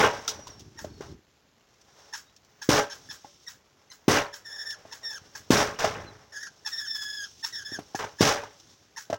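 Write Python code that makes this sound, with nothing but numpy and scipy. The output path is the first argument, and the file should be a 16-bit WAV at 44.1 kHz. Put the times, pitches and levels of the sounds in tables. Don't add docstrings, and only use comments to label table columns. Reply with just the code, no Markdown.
import sys
import numpy as np
from scipy import signal
from scipy.fft import rfft, irfft, next_fast_len
from scipy.io import wavfile
from scipy.ndimage import map_coordinates

SR = 44100
rng = np.random.default_rng(int(sys.argv[2]) if len(sys.argv) > 2 else 0)


def file_out(sig):
    cols = np.atleast_2d(sig).T
    lim = np.clip(cols, -1, 1)
    pcm = np.round(lim * 32767).astype(np.int16)
    wavfile.write(sys.argv[1], SR, pcm)


N = 404838

# frequency in Hz, width in Hz, level in dB.
CAGE_MODES = [(102.4, 26, 5.5), (296, 38, 3), (424.7, 10, 1), (575, 12, 3), (824.4, 16, -3),
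              (957, 8.5, -2.5), (1072, 15, -8.5), (1311, 13, -2), (1576, 12, -5), (1860, 15, -7.5),
              (2872, 19, -2)]
# frequency in Hz, relative level in dB.
PANEL_COLOUR = [(260, -18), (450, 0), (1400, -4), (1860, -6.5), (2670, -14.5), (3200, -15.5), (4160, -26),
                (7040, -120)]
# frequency in Hz, relative level in dB.
MESH_COLOUR = [(1290, -21), (2200, -18.5), (2690, -8.5), (3530, -2.5), (4310, -5.5), (5720, 2.5),
               (8030, -14.5), (12500, -29), (15100, -19.5), (16000, -12.5)]


def amp(db):
    return 10 ** (np.asarray(db) / 20)


def unit(x):
    return x / np.sqrt(np.mean(x ** 2) + 1e-20)


def add(track, s, x):
    x = x[max(-round(s * SR), 0):]
    part = track[max(round(s * SR), 0):][:len(x)]
    part += x[:len(part)]


def curves(rows, t):
    s, *cols = np.transpose(rows)
    return [np.interp(t, s, c) for c in cols]


def wobble(rate, size=N):
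    knots = rng.standard_normal(int(size * rate / SR) + 4)
    return map_coordinates(knots, [np.arange(size) * rate / SR], order=2)


def filtered(x, response):
    m = next_fast_len(len(x) + 8192)
    return irfft(rfft(x, m) * response(np.fft.rfftfreq(m, 1 / SR)), m)[:len(x)]


def colour(points):
    f, db = np.transpose(points)
    return lambda hz: amp(np.interp(np.log(hz + 1), np.log(f + 1), db))


def modes(rows):
    def response(f):
        total = 0
        for k, (centre, width, db) in enumerate(rows):
            peak = 1j * f * width / (centre * centre - f * f + 1j * f * width)
            total = total + (-1) ** k * amp(db) * peak
        return total
    return response


def grit(points, grain_db, rate=700):
    grains = rng.standard_normal(N) * amp(grain_db * wobble(rate))
    return unit(filtered(grains, colour(points)))


def cage():
    # start in seconds, thud, panel and mesh strength in dB (offset below),
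    # seconds the level sags only slowly, then time to fall 60 dB in seconds.
    bangs = [(-0.05, 3, -14, -23.5, 0.11, 0.17), (2.688, 3.5, -18.5, -20, 0.098, 0.23),
             (4.079, 4, -17.5, -21.5, 0.096, 0.27), (5.503, 5.5, -19, -20, 0.11, 0.39),
             (5.786, -64.5, -27.5, -29.5, 0.06, 0.68), (7.988, -39, -29.5, -35, 0.019, 0.29),
             (8.206, 3, -17, -17.5, 0.079, 0.38)]
    # start in seconds, thud and panel strength in dB
    # (offset below), time to fall 60 dB in seconds, pitch of the struck wall in Hz.
    knocks = [(0.279, -66.5, -29.5, 0.37, 1360), (0.391, -41, -40, 0.07, 590),
              (0.469, -56, -39, 0.49, 1000), (0.844, -24, -30, 0.081, 618), (1.006, -35, -31, 0.36, 410),
              (3.245, -36.5, -39, 0.14, 830), (4.851, -41, -41.5, 0.13, 652),
              (5.843, -50, -14.5, 0.12, 647), (7.718, -22.5, -67, 1, 479), (7.787, -18.5, -33, 0.1, 710),
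              (7.946, -17, -25.5, 0.078, 790), (8.04, -40, -26, 0.055, 895),
              (8.434, -47.5, -33.5, 0.074, 915), (9.099, -18.5, -25.5, 0.1, 658),
              (9.127, -28, -19, 0.034, 630), (9.139, -38, -24.5, 0.081, 643)]
    # start in seconds, strength in dB
    # (offset below), time to fall 60 dB in seconds.
    ticks = [(0.276, -17.5, 0.13), (0.468, -39, 0.14), (0.592, -41, 0.13), (1.736, -53.5, 0.041),
             (1.811, -50.5, .05), (2.361, -47, 0.069), (2.445, -49, 0.04), (4.704, -28.5, 0.044),
             (8.597, -45, 0.087)]
    # frequency in Hz, width in Hz, level in dB.
    thud = [(105, 21, -16), (340, 630, -7), (685, 160, -16.5)]
    knock_mesh_db = -12.5
    tick_panel_db = -33.5
    swell_s, swell_from_db = 0.089, -6.5
    tap_rise_s, tap_t60_s = 0.0016, 0.029
    push, tap, note, boom, panel, loose, mesh = np.zeros((7, N))
    t = np.arange(SR // 2) / SR
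    blows = [(*row, -14) for row in bangs]
    blows += [(s, a, b, b + knock_mesh_db, .002, t60, 0) for s, a, b, t60, _ in knocks]
    blows += [(s, -120, db + tick_panel_db, db, .002, t60, 0) for s, db, t60 in ticks]
    for s, thud_db, panel_db, mesh_db, hold_s, t60, direct_db in blows:
        s += .0015
        after = np.maximum(t - hold_s, 0)
        fade = amp(-60 * after / np.maximum(t60, .01) - 33 * np.minimum(t, hold_s))
        fade = fade * (1 - np.exp(-t / 0.001))
        add(boom, s, amp(thud_db - 27.5 - 60 * t / 0.82) * fade)
        swell_db = swell_from_db * np.clip(1 - t / swell_s, 0, 1) * (thud_db > -15)
        add(panel, s, amp(panel_db + swell_db - 15 - .75 * direct_db) * fade)
        add(loose, s, amp(panel_db + swell_db - 5) * fade * (direct_db < 0))
        add(mesh, s, amp(mesh_db - 5.5) * fade * amp(-60 * after / 1.4))
        add(push, s, amp(thud_db + 2.5) * np.diff(np.hanning(130)) * 20)
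        add(tap, s, amp(panel_db + direct_db + 17) * np.hanning(24))
    for s, _, panel_db, _, hz in knocks:
        level = amp(panel_db + 9.0 - 60 * t / tap_t60_s)
        rise = 1 - np.exp(-(t / tap_rise_s) ** 2)
        add(note, s, level * rise * np.sin(2 * np.pi * hz * t))
    rattle = amp(1.5) * panel * grit(PANEL_COLOUR, grain_db=2.5, rate=200) + clatter(loose)
    rattle = rattle + boom * unit(filtered(rng.standard_normal(N), modes(thud)))
    ring = amp(6.0) * filtered(rattle + amp(-19.5) * (push + tap), modes(CAGE_MODES))
    mesh_noise = mesh * grit(MESH_COLOUR, grain_db=2.0, rate=250)
    return note + filtered(push, modes(thud)) + rattle + ring + mesh_noise


def clatter(shaking):
    hits, hits_per_s = 4200, 420
    middle_hz, pitch_spread, t60_s = 1600, .4, .016
    gaps = -np.log(1 - rng.random(hits)) / hits_per_s
    start = (np.cumsum(gaps) * SR).astype(int)
    spread = rng.standard_normal((hits, 2))
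    t = np.arange(700) / SR
    hz = middle_hz * np.exp(pitch_spread * spread[:, :1])
    size = shaking[np.minimum(start, N - 1)][:, None] * amp(1 + 3.56 * spread[:, 1:])
    notes = size * np.sin(2 * np.pi * hz * t) * amp(-60 * t / t60_s)
    places = start[:, None] + np.arange(len(t))
    return np.bincount(places.ravel(), notes.ravel(), N)[:N]


def stirring():
    # time in seconds, then hand, creak and scuffle level in dB.
    stir = [(0, -48.5, -31, -41.5), (0.7, -58, -70, -65.5), (0.8, -51, -59.5, -65.5), (1.12, -50, -70, -58),
            (1.22, -69, -84, -97), (1.75, -87, -71.5, -72), (2.0, -77, -59, -58.5),
            (2.4, -82.5, -73.5, -74), (2.95, -61.5, -57, -56.5), (3.45, -76, -77, -60.5),
            (3.6, -75, -71.5, -74), (4.9, -68.5, -57.5, -60.5), (5.3, -62.5, -62, -59.5),
            (6.0, -46.5, -51.5, -57.5), (6.28, -66.5, -64.5, -65), (7.35, -69, -70, -54),
            (7.75, -65, -63.5, -58), (8.7, -63, -69, -59.5), (9.05, -79, -69, -72)]
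    # frequency in Hz, relative level in dB.
    hand_colour = [(25, -19), (90, 3.5), (200, -5.5), (400, -5), (800, -61)]
    mesh_rings_hz = [5480, 5890, 6300]
    hand_db, creak_db, scuffle_db = curves(stir, np.arange(N) / SR)
    lumps = wobble(27)
    hand = amp(hand_db + 3.3 * wobble(9)) * grit(hand_colour, grain_db=4, rate=120)
    rub = grit(PANEL_COLOUR, grain_db=-0.5, rate=85)
    creak = amp(creak_db + 2 * lumps) * unit(rub + amp(5.0) * filtered(rub, modes(CAGE_MODES)))
    feet = grit(MESH_COLOUR, grain_db=1.5, rate=180)
    hum = filtered(feet, modes([(hz, 43, 4) for hz in mesh_rings_hz]))
    return hand + creak + amp(scuffle_db + 1.4 * lumps) * unit(feet + hum)


def outdoor_air():
    # frequency in Hz, relative level in dB.
    air_colour = [(24, -35), (40, -12.5), (80, -4.5), (276, -9), (770, -14), (7170, -21.5), (8130, -38.5),
                  (16000, -33)]
    return amp(-65.5) * grit(air_colour, grain_db=-2.5)


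def bird():
    # start in seconds, length in seconds, level at the start in dB, first and last pitch in Hz.
    whistles = [(0.306, 0.34, -52, 5900, 5460), (0.874, 0.28, -64, 4380, 4200),
                (2.255, 0.074, -60, 3760, 3900), (6.054, 0.067, -51, 4200, 3900)]
    longest_glide_s, fade_db = 0.46, -7.5
    out = np.zeros(N)
    for s, length, db, first_hz, last_hz in whistles:
        t = np.arange(0, length, 1 / SR)
        progress = np.clip(t / min(longest_glide_s, length), 0, 1)
        hz = last_hz + (first_hz - last_hz) * np.cos(np.pi / 2 * progress) ** 2
        phase = 2 * np.pi * np.cumsum(hz * (1 + 0.0107 * wobble(77.0, size=len(t)))) / SR
        edge = np.clip(np.minimum(t, length - t) / 0.034, 0, 1)
        level = amp(db + fade_db * t / length + 5 * wobble(90, size=len(t)))
        add(out, s, edge * level * np.sin(phase))
    return out


def folds(hz, doubling):
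    phase = 2 * np.pi * np.cumsum(hz) / SR
    k = np.arange(1, 10)[:, None]
    return (np.cos(k * phase) + doubling * np.cos((k - .5) * phase)).sum(axis=0) * np.sqrt(2)


def chirps(voice, ring, puff):
    # start in seconds, level in dB (offset below), voiced length in seconds, pitch in Hz,
    # mouth ring in dB (offset below), seconds until the voice is fully hoarse.
    calls = [(0.773, -39, 0.034, 1857, 16, 0.016), (2.125, -34, 0.033, 1770, 17, 0.012),
             (2.614, -35, 0.019, 1645, 26.5, 0.0068), (2.895, -41, 0.042, 1718, 25, 0.0042),
             (3.087, -38, 0.034, 1786, 27.5, 0.026), (3.464, -36.5, 0.026, 1996, 27.5, 0.034),
             (3.898, -42, 0.023, 2055, 30.5, 0.024), (4.326, -35.5, 0.019, 1790, 25, 0.017),
             (4.912, -38, 0.024, 1805, 24, 0.011), (5.349, -36, 0.012, 1734, -1, 0.0038),
             (6.647, -33.5, 0.033, 1815, 25, 0.02), (7.426, -30, 0.023, 1835, 29, 0.017),
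             (7.945, -34, 0.02, 1740, 5.5, 0.0061), (8.185, -32, 0.02, 1770, 24, .012),
             (8.961, -34.5, 0.031, 1856, 13, .011)]
    hoarse_gain_db = 3.5
    rasp = .075
    puff_db = -8.5
    t = np.arange(SR // 4) / SR
    for s, db, length, hz, ring_db, hoarse_s in calls:
        opening = 1 - np.exp(-(t / 0.0028) ** 2)
        gate = opening / (1 + np.exp(np.minimum((t - length) / 0.0036, 50)))
        late = np.clip(t / np.maximum(hoarse_s, .003), 0, 1) ** 4
        waver = .03 * wobble(150, size=len(t)) + (.01 + rasp * late) * wobble(900, size=len(t))
        pitch = hz * (1 - 1.5 * t + waver)
        level = amp(db - 10 + hoarse_gain_db * late + 3 * wobble(500, size=len(t)))
        sound = level * gate * folds(pitch, .8 * late)
        add(voice, s, sound)
        add(ring, s, sound * np.clip(t / 0.015, 0, 1) ** 2 * amp(ring_db - 10.5))
        air_db = db + puff_db - 60 * np.maximum(t - length - .02, 0) / 0.19
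        add(puff, s, amp(air_db) * np.clip(t / length, 0, 1) ** 2)


def squeals(voice, ring, puff, fizz):
    # start in seconds, length in seconds, level in dB, pitch at the start in Hz, pitch before
    # the release in Hz, mouth ring in dB, tremble depth as a share, pitch droop in the release as a share.
    notes = [(4.446, 0.15, -46, 1799, 1764, 4, 0.022, 0.065), (4.578, 0.079, -44, 1790, 1730, 10, .02, .06),
             (4.654, 0.1, -41.5, 1822, 1770, 6.5, 0.019, 0.22),
             (5.03, 0.13, -44.5, 1845, 1768, 10, 0.019, 0.1),
             (5.142, 0.044, -41.5, 1850, 1617, 17.5, 0.016, .2),
             (6.321, 0.17, -45.5, 1738, 1728, -16.5, 0.03, 0.15),
             (6.713, 0.17, -42.5, 1843, 1680, 11.5, .022, 0.11),
             (6.865, .41, -44, 1788, 1640, 15.5, 0.017, 0.22),
             (7.524, .11, -42.5, 1876, 1610, 11.5, 0.027, 0.042),
             (7.647, 0.074, -45.5, 1695, 1815, 11.5, .022, 0.12),
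             (7.714, 0.066, -41.5, 1860, 1577, 6.5, 0.02, 0.08)]
    # middle in seconds, length in seconds,
    # hiss relative to the note in dB, cycle doubling from 0 to 1.
    cracks = [(5.122, .04, -8, 1), (6.81, 0.018, -5.5, .05), (6.965, .03, 1.5, .05),
              (7.03, 0.039, 0.5, .05)]
    crack_sag = 0.027
    attack_s, attack_from_db, release_s, release_to_db = .014, -8, .045, -11
    strain = .1
    mouth_shuts_db = -10
    fizz_db = -29
    crack_s, crack_length, hiss_db, doubling = np.transpose(cracks)[:, :, None]
    for s, length, level_db, first_hz, last_hz, mouth_db, depth, droop in notes:
        t = np.arange(0, length, 1 / SR)
        opening = np.clip(1 - t / attack_s, 0, 1)
        closing = np.clip(1 - (length - t) / release_s, 0, 1)
        bumps = np.exp(-(2 * (s + t - crack_s) / crack_length) ** 4)
        crack = bumps.sum(axis=0)
        hiss = (bumps * amp(hiss_db)).sum(axis=0)
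        halves = (bumps * doubling).sum(axis=0)
        hz = first_hz + (last_hz - first_hz) * t / length
        hz = hz * (1 - droop * closing ** 2 - crack_sag * crack)
        db = level_db + attack_from_db * opening + release_to_db * closing ** 2
        ring_db = mouth_db + mouth_shuts_db * closing
        tremble = np.abs(depth) + strain * droop * closing
        beat = np.sin(2 * np.pi * np.cumsum(88 + 22 * wobble(20, size=len(t))) / SR)
        shake = tremble * (.8 * beat + .6 * wobble(120, size=len(t)))
        shake = shake + tremble ** 2 * 60 * wobble(900, size=len(t))
        edge = np.clip(np.minimum(t, length - t) / 0.0023, 0, 1)
        level = amp(db + 96 * tremble * wobble(97, size=len(t)))
        doubled = np.clip(30 * (tremble - .04) + halves, 0, 1)
        sound = edge * level * folds(hz * (1 + shake), doubled)
        add(voice, s, sound)
        add(ring, s, sound * amp(ring_db + 3 * wobble(75, size=len(t))))
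        breath = amp(db + .5 * mouth_db + 170 * tremble - 26.5)
        add(puff, s, edge * (breath + amp(db) * hiss))
        add(fizz, s, edge * amp(db + mouth_db + fizz_db))


def rat():
    # frequency in Hz, relative level in dB.
    breath_colour = [(290, -48), (500, -23), (1250, 5), (1600, 4.5), (2400, -4), (4200, -1.5), (5500, 6),
                     (6900, 4), (8960, -13), (11000, -8), (13500, -15), (15300, -6.5), (16000, 2)]
    # frequency in Hz, level in dB.
    mouth = [(500, -52), (900, 0.5), (1750, -1), (3500, -18), (4600, -5), (6500, 1.5), (7200, -17.5),
             (8600, -27.5), (10500, -19), (12200, -31.5), (13800, -37), (15300, -21)]
    voice, ring, puff, fizz = np.zeros((4, N))
    chirps(voice, ring, puff)
    squeals(voice, ring, puff, fizz)
    throat = modes([(3400, 2050, -9.5), (5390, 580, -3)])
    breath = grit(breath_colour, grain_db=2.5)
    treble = unit(filtered(breath, lambda f: f > 8000))
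    air = puff * breath + fizz * treble
    return filtered(voice, colour(mouth)) + filtered(ring, lambda f: throat(f) ** 2) + air


def hollow(x, t60):
    t = np.arange(SR // 5) / SR
    tail_colour = colour([(300, -54), (1500, 18.5), (6000, 14.5), (9000, 12.5)])
    tail = filtered(rng.standard_normal(len(t)), tail_colour) * amp(-60 * t / t60)
    return signal.fftconvolve(x, tail / np.linalg.norm(tail))[:N]


def scene():
    animal = rat()
    near = animal + amp(-9.0) * hollow(animal, t60=0.13) + cage()
    return (near + stirring() + bird() + outdoor_air())[None]


def record(dry):
    return filtered(dry[0], lambda hz: hz < 16000)[None]


dry = scene()
out = record(dry)
file_out(out)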